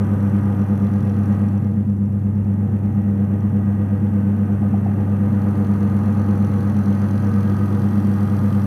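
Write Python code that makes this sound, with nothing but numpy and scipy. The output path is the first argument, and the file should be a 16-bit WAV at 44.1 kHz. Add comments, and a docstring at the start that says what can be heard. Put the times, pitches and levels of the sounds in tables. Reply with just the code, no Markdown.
"""A belt-driven meat cutter idles indoors, its disc blade spinning free.
The motor hums at twice the mains rate and throbs with each belt turn; the steel frame drones.
Motor and bearings whine, the shafts whirr, a blade-shaft bearing ticks and rasps, the disc hisses.
The belt slips with four chirps. The phone that hears it all is bumped softly as it moves,
and the housing shades the upper sounds as it dips beside the machine."""
import sys
import numpy as np
from scipy import signal
from scipy.fft import rfft, irfft, next_fast_len
from scipy.io import wavfile
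from scipy.ndimage import map_coordinates

SR = 44100
rng = np.random.default_rng(int(sys.argv[2]) if len(sys.argv) > 2 else 0)


def put_to_file(sound):
    """Save the sound as 16-bit audio at rate SR, in the file named by the first command-line argument."""
    columns = np.atleast_2d(sound).T  # one column per channel
    safe = np.clip(columns, -1, 1)
    whole_steps = np.round(safe * 32767)
    wavfile.write(sys.argv[1], SR, whole_steps.astype(np.int16))


N = 381903
T = np.arange(N) / SR

HUM_HZ, BELT_HZ, SHAFT_HZ, BEARING_HZ = 99.93, 8.41, 12.49, 43.74
MAINS_HZ, MOTOR_HZ = HUM_HZ / 2, 2 * SHAFT_HZ


def undb(db):
    """Decibels to gain."""
    return 10 ** (np.asarray(db) / 20)


def unit(x):
    """Scale to rms 1."""
    return x / np.sqrt(np.mean(x ** 2))


def colour(x, spectrum):
    """Minimum-phase filter through (f/Hz, level/dB) points; output rms 1."""
    hz, db = np.transpose(spectrum)
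    size = next_fast_len(N + 8192, real=True)
    bins_hz = np.maximum(np.fft.rfftfreq(size, 1 / SR), 1)
    gain = undb(np.interp(np.log(bins_hz), np.log(hz), db))
    cepstrum = irfft(np.log(gain), size)
    cepstrum[1:size // 2] *= 2
    cepstrum[size // 2 + 1:] = 0
    return unit(irfft(rfft(x, size) * np.exp(rfft(cepstrum)), size)[:N])


def walk(rate_hz):
    """Smooth random drift, spread near 1."""
    knots = rng.standard_normal(1024)
    coarse_s = T[::256]
    return np.interp(T, coarse_s, map_coordinates(knots, [coarse_s * rate_hz], order=3, mode="wrap"))


def flanked(hz, db, lower_db, upper_db, rate_hz):
    """A line and the two sidebands from a turning part, as (f/Hz, level/dB)."""
    return [(hz - rate_hz, lower_db), (hz, db), (hz + rate_hz, upper_db)]


def tones(lines, waver_db, wobble_rad, drift_hz):
    """Machine lines drifting in level and phase."""
    out = 0
    for hz, db in lines:
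        phase = 2 * np.pi * hz * T + rng.uniform(0, 2 * np.pi) + wobble_rad * walk(drift_hz)
        out = out + undb(db + waver_db * walk(drift_hz)) * np.cos(phase)
    return np.sqrt(2) * out


def clatter(turn_hz, repeat):
    """Dense small knocks; the share `repeat` of their power recurs every turn."""
    one_turn = rng.standard_normal(int(SR / turn_hz))
    return np.sqrt(repeat) * np.resize(one_turn, N) + np.sqrt(1 - repeat) * rng.standard_normal(N)


def steel_echoes(x, span_s, sway_s, gain, count=5):
    """Reflections off steel panels; the paths shift as the phone moves. Output rms 1."""
    out = x
    for k in range(count):
        lag_s = span_s * (k + rng.uniform(.4, 1)) / count + sway_s * walk(.6)
        out = out + gain * (-1) ** k * np.interp(T - lag_s, T, x)
    return unit(out)


# Housing shadow: f/Hz, loss in full shade/dB, exponent (above 1: sound bends round the edge at first)
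SHADOW_BANDS = [(100, 0.6, 1.5), (201, 2.5, 2.5), (400, 7.5, 1.8), (730, 9, 2.3), (1280, 17, 1.08),
                (1780, 11, 1.5), (3000, 10, 1.6), (6000, 10, .8), (11000, 11, 0.54)]
def shaded(x, view_db):
    """The housing blocks treble more than bass: no loss at the highest view_db, full at the lowest."""
    shade = (view_db.max() - view_db) / np.ptp(view_db)
    size = next_fast_len(N, real=True)
    spectrum = rfft(x, size)
    log_hz = np.log(np.fft.rfftfreq(size, 1 / SR) + 1)
    log_centres = np.log([row[0] for row in SHADOW_BANDS])
    out = 0
    for weights, (_, loss_db, exponent) in zip(np.eye(len(SHADOW_BANDS)), SHADOW_BANDS):
        band = irfft(spectrum * np.interp(log_hz, log_centres, weights), size)[:N]
        out = out + band * undb(-loss_db * shade ** exponent)
    return out


def blip(t, width_s):
    """Gaussian envelope centred on t = 0."""
    return np.exp(-.5 * (t / width_s) ** 2)


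# Bumps on the phone: t/s, envelope peak/dB
HANDLING_BUMPS = [(.37, -33), (1.749, -36), (2.28, -32.5), (2.44, -30), (2.89, -27)]
def bumps(pitch_hz=66, width_s=.011):
    """Dull thuds of a cycle or two through the phone's case."""
    return sum(undb(db) * blip(T - s, width_s) * np.sin(2 * np.pi * pitch_hz * (T - s))
               for s, db in HANDLING_BUMPS)


# Belt slips: t/s, envelope peak/dB, centre f/Hz
BELT_SLIPS = [(4.632, -29, 730), (4.744, -25.5, 750), (4.865, -25.5, 750), (4.984, -33, 814)]
def belt_chirps(width_s=.004, fall_per_s=25):
    """Short falling squeaks of rubber on the pulley."""
    out = 0
    for s, db, hz in BELT_SLIPS:
        t = T - s
        phase = 2 * np.pi * hz * (t - fall_per_s * t ** 2 / 2)
        out = out + undb(db) * blip(t, width_s) * np.sin(phase)
    return out


# Disc noise spectrum: f/Hz, relative level/dB
DISC_SPECTRUM = [(2000, -32.5), (4900, -16), (6000, -3), (7000, -6.5), (8100, -2.5), (8900, -6), (9700, 2),
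                 (10700, -2.5), (11700, 2), (13000, -3), (14800, -1.5), (15600, -5)]
def disc_hiss():
    """The free-spinning blade hisses; nearby steel reflects it."""
    hiss = colour(rng.standard_normal(N), DISC_SPECTRUM)
    return steel_echoes(hiss, span_s=.003, sway_s=3e-5, gain=.2)


def ball_passes(load_db=3.5, scatter_db=.7, decay_s=.0016, tail_s=.0036, tail_db=-14):
    """Contact force of each ball rolling over a flaw, stronger under the shaft's heavy side."""
    passes = (T + .0005) * BEARING_HZ
    ball = passes.astype(int)
    age_s = passes % 1 / BEARING_HZ
    load = np.cos(2 * np.pi * SHAFT_HZ * (T - .052))
    strength = undb(load_db * load + scatter_db * rng.standard_normal(ball[-1] + 1)[ball])
    return unit(strength * (np.exp(-age_s / decay_s) + undb(tail_db) * np.exp(-age_s / tail_s)))


def grit(force, spectrum, rolling):
    """Grit in the race, crushed by passing balls over a steady rolling contact."""
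    return colour(np.sign(rng.standard_normal(N)) * np.hypot(force, rolling), spectrum)


# Bearing tick and rasp spectra: f/Hz, relative level/dB
TICK_SPECTRUM = [(1500, -28.5), (3300, -3), (3800, -14), (4400, -14), (5000, -21.5), (5600, -4.5),
                 (6200, -4), (6900, -25), (8000, -13.5), (9800, -5.5), (10600, -13.5), (15500, -18)]
RASP_SPECTRUM = [(1200, -40.5), (2800, -6.5), (3300, 2), (3800, -2), (4400, 2), (5000, -6), (6000, -1.5),
                 (6450, -4), (6900, -22.5), (12000, -35.5)]
def bearing(view_db, tick_db=-60, rasp_db=-58.5):
    """Ticks and rasp beam from the open side; out of view the rasp fades more than the ticks."""
    force = ball_passes()
    ticks = steel_echoes(grit(force, TICK_SPECTRUM, rolling=.28), span_s=.0016, sway_s=3e-5, gain=.26)
    rasp = steel_echoes(grit(force, RASP_SPECTRUM, rolling=1.2), span_s=.004, sway_s=5e-5, gain=.3)
    beam_db = view_db - view_db.max()
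    return ticks * undb(tick_db + .95 * beam_db) + rasp * undb(rasp_db + 1.34 * beam_db)


# Motor and bearing lines: f/Hz, relative level/dB, each sideband/dB, modulation f/Hz
WHINE_LINES = [(354.9, -52, -61, MOTOR_HZ), (474.9, -51, -57, MAINS_HZ), (565.3, -56, -67, MOTOR_HZ),
               (574.9, -61, -64, MOTOR_HZ), (811.4, -54, -60.5, MOTOR_HZ), (911.4, -63, -66, MAINS_HZ),
               (981.9, -57, -68, BEARING_HZ), (1106.4, -62, -66, BEARING_HZ),
               (1237.7, -54.5, -57.5, BEARING_HZ), (1432.5, -66, -64.5, BEARING_HZ),
               (1526.1, -60, -70, MOTOR_HZ), (1627.8, -64, -73, MOTOR_HZ), (1909.9, -66.5, -71, BEARING_HZ)]
def whine():
    """Thin tones of motor and bearings, modulated by mains, rotor or passing balls."""
    lines = [line for hz, db, side_db, rate_hz in WHINE_LINES
             for line in flanked(hz, db, side_db, side_db, rate_hz)]
    return tones(lines, waver_db=3.5, wobble_rad=.55, drift_hz=1.605)


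# Housing modes: f/Hz, width/Hz, level/dB re the whirr
HOUSING_MODES = [(478.7, 5.6, -10.5), (814.7, 15, -18.5), (1227, 53, -12), (1632, 17, -23.5),
                 (1892, 30, -24), (2120, 26, -28), (2433, 40, -29.5), (2650, 170, -27), (2780, 54, -35),
                 (3130, 130, -36)]
def housing_ring():
    """Steel panels ring in narrow bands under the rolling noise."""
    hz = np.fft.rfftfreq(N, 1 / SR) + 1
    response = 0
    for mode_hz, width_hz, db in HOUSING_MODES:
        detuning = (hz - mode_hz ** 2 / hz) / width_hz
        response = response + undb(db) / np.sqrt(width_hz) / (1 + 1j * detuning) ** 2
    rms = np.sqrt(sum(undb(db) ** 2 for _, _, db in HOUSING_MODES))
    knocks = clatter(SHAFT_HZ, repeat=.059)
    return rms * unit(irfft(rfft(knocks) * response, N))


# Rolling noise spectrum: f/Hz, relative level/dB
WHIRR_SPECTRUM = [(200, -18), (350, 3.5), (445, -5), (480, 5.5), (540, -2.5), (760, -1), (1040, -6),
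                  (1230, -3.5), (1350, -7), (1850, -13), (2300, -22), (3000, -27.5), (4500, -40.5),
                  (9000, -76)]
def shaft_whirr(buzz_db=1):
    """Rolling noise of the shafts, pulsed slightly by motor torque."""
    torque = undb(buzz_db * np.cos(2 * np.pi * HUM_HZ * T))
    return colour(clatter(SHAFT_HZ, repeat=.14) * torque, WHIRR_SPECTRUM)


# Base vibration spectrum: f/Hz, relative level/dB
BASE_SPECTRUM = [(25, -44), (42, -39), (62, -10.5), (100, -10.5), (135, -10), (160, -7), (212, -0.5),
                 (248, -2.5), (285, -2), (345, -8), (440, -19.5), (700, -38.5), (3000, -100)]
def base_rumble(belt_rad, throb_db=1.5):
    """The belt shakes the sheet-steel base, hardest as its stiff spot rounds the pulley."""
    throb = undb(-throb_db * np.cos(belt_rad))
    return colour(clatter(BELT_HZ, repeat=.49) * throb, BASE_SPECTRUM)


# Frame lines: f/Hz, relative level/dB, lower and upper belt sideband/dB
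FRAME_LINES = [(74.6, -45, -60, -60), (130.9, -42, -56, -56), (134.0, -41, -43, -45),
               (135.6, -39, -35, -38), (167.4, -41, -48, -46), (183.0, -43, -44, -42),
               (187.3, -41, -56, -46), (210.1, -34, -35, -42), (211.7, -36, -46, -35),
               (217.1, -39, -44, -44), (226.6, -40, -50, -49), (282.7, -45, -52, -51),
               (313.6, -46, -56, -56)]
def frame_drone():
    """The steel frame drones, shaken by motor and pulleys and tugged by the belt."""
    lines = [line for row in FRAME_LINES for line in flanked(*row, BELT_HZ)]
    return tones(lines, waver_db=1.5, wobble_rad=.35, drift_hz=1.525)


# Magnetic hum: harmonic number, relative level/dB, lower and upper belt sideband/dB
HUM_PARTIALS = [(1, -20.5, -47, -39), (2, -22, -39, -29), (3, -41, -51.5, -54), (4, -46, -55, -62.5),
                (5, -45.5, -51, -53.5)]
def motor_hum(belt_rad, slip_hz=.81, waver_db=2):
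    """Magnetic pull on the stator, beating with rotor slip; the belt's load adds sidebands."""
    slip = np.cos(2 * np.pi * slip_hz * (T - .1))
    phase = 2 * np.pi * HUM_HZ * T + .14 * walk(1.89)
    out = 0
    for harmonic, db, lower_db, upper_db in HUM_PARTIALS:
        carrier = harmonic * phase + rng.uniform(0, 2 * np.pi)
        lower = undb(lower_db) * np.cos(carrier - belt_rad)
        upper = undb(upper_db) * np.cos(carrier + belt_rad)
        beat_db = (.5 if harmonic == 1 else -.92) * slip  # overtones swing against the fundamental
        drift_db = waver_db * (harmonic > 2) * walk(3)
        out = out + (undb(db) * np.cos(carrier) + lower + upper) * undb(beat_db + drift_db)
    return np.sqrt(2) * out


# Exposure along the phone's path: t/s, machine view/dB, bearing view/dB (both rescaled in use)
PHONE_PATH = [(0.12, -42, -70), (1.16, -45, -66.5), (1.35, -43, -68), (1.76, -52.5, -74.5),
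              (1.99, -54.5, -77), (2.87, -49.5, -76), (5.07, -45, -71.5), (5.51, -41.5, -67.5),
              (6.27, -41.5, -64.5), (7.17, -40.5, -62.5), (8.42, -39.5, -62)]
def scene():
    """The cutter runs steadily while the phone dips behind the housing and comes back."""
    path_s, *views_db = np.transpose(PHONE_PATH)
    machine_view_db, bearing_view_db = (np.interp(T, path_s, db) for db in views_db)
    belt_rad = 2 * np.pi * BELT_HZ * (T - .012) + .15 * walk(2)
    hum = motor_hum(belt_rad) * undb(.46)
    rumble = base_rumble(belt_rad) * undb(-31.5)
    drone = frame_drone() * undb(1.16)
    rolling = (shaft_whirr() + housing_ring()) * undb(-37 + .73 * np.cos(belt_rad))
    hiss = disc_hiss() * undb(-56)
    ticks_and_rasp = bearing(bearing_view_db)
    machine = hum + rumble + drone + rolling + hiss + whine() * undb(3)
    return (shaded(machine, machine_view_db) + ticks_and_rasp + belt_chirps() + bumps())[None]


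def record(dry):
    """Steep low-pass at 15.5 kHz."""
    return signal.sosfilt(signal.ellip(10, .2, 80, 15500, fs=SR, output="sos"), dry)


dry = scene()
out = record(dry)
put_to_file(out)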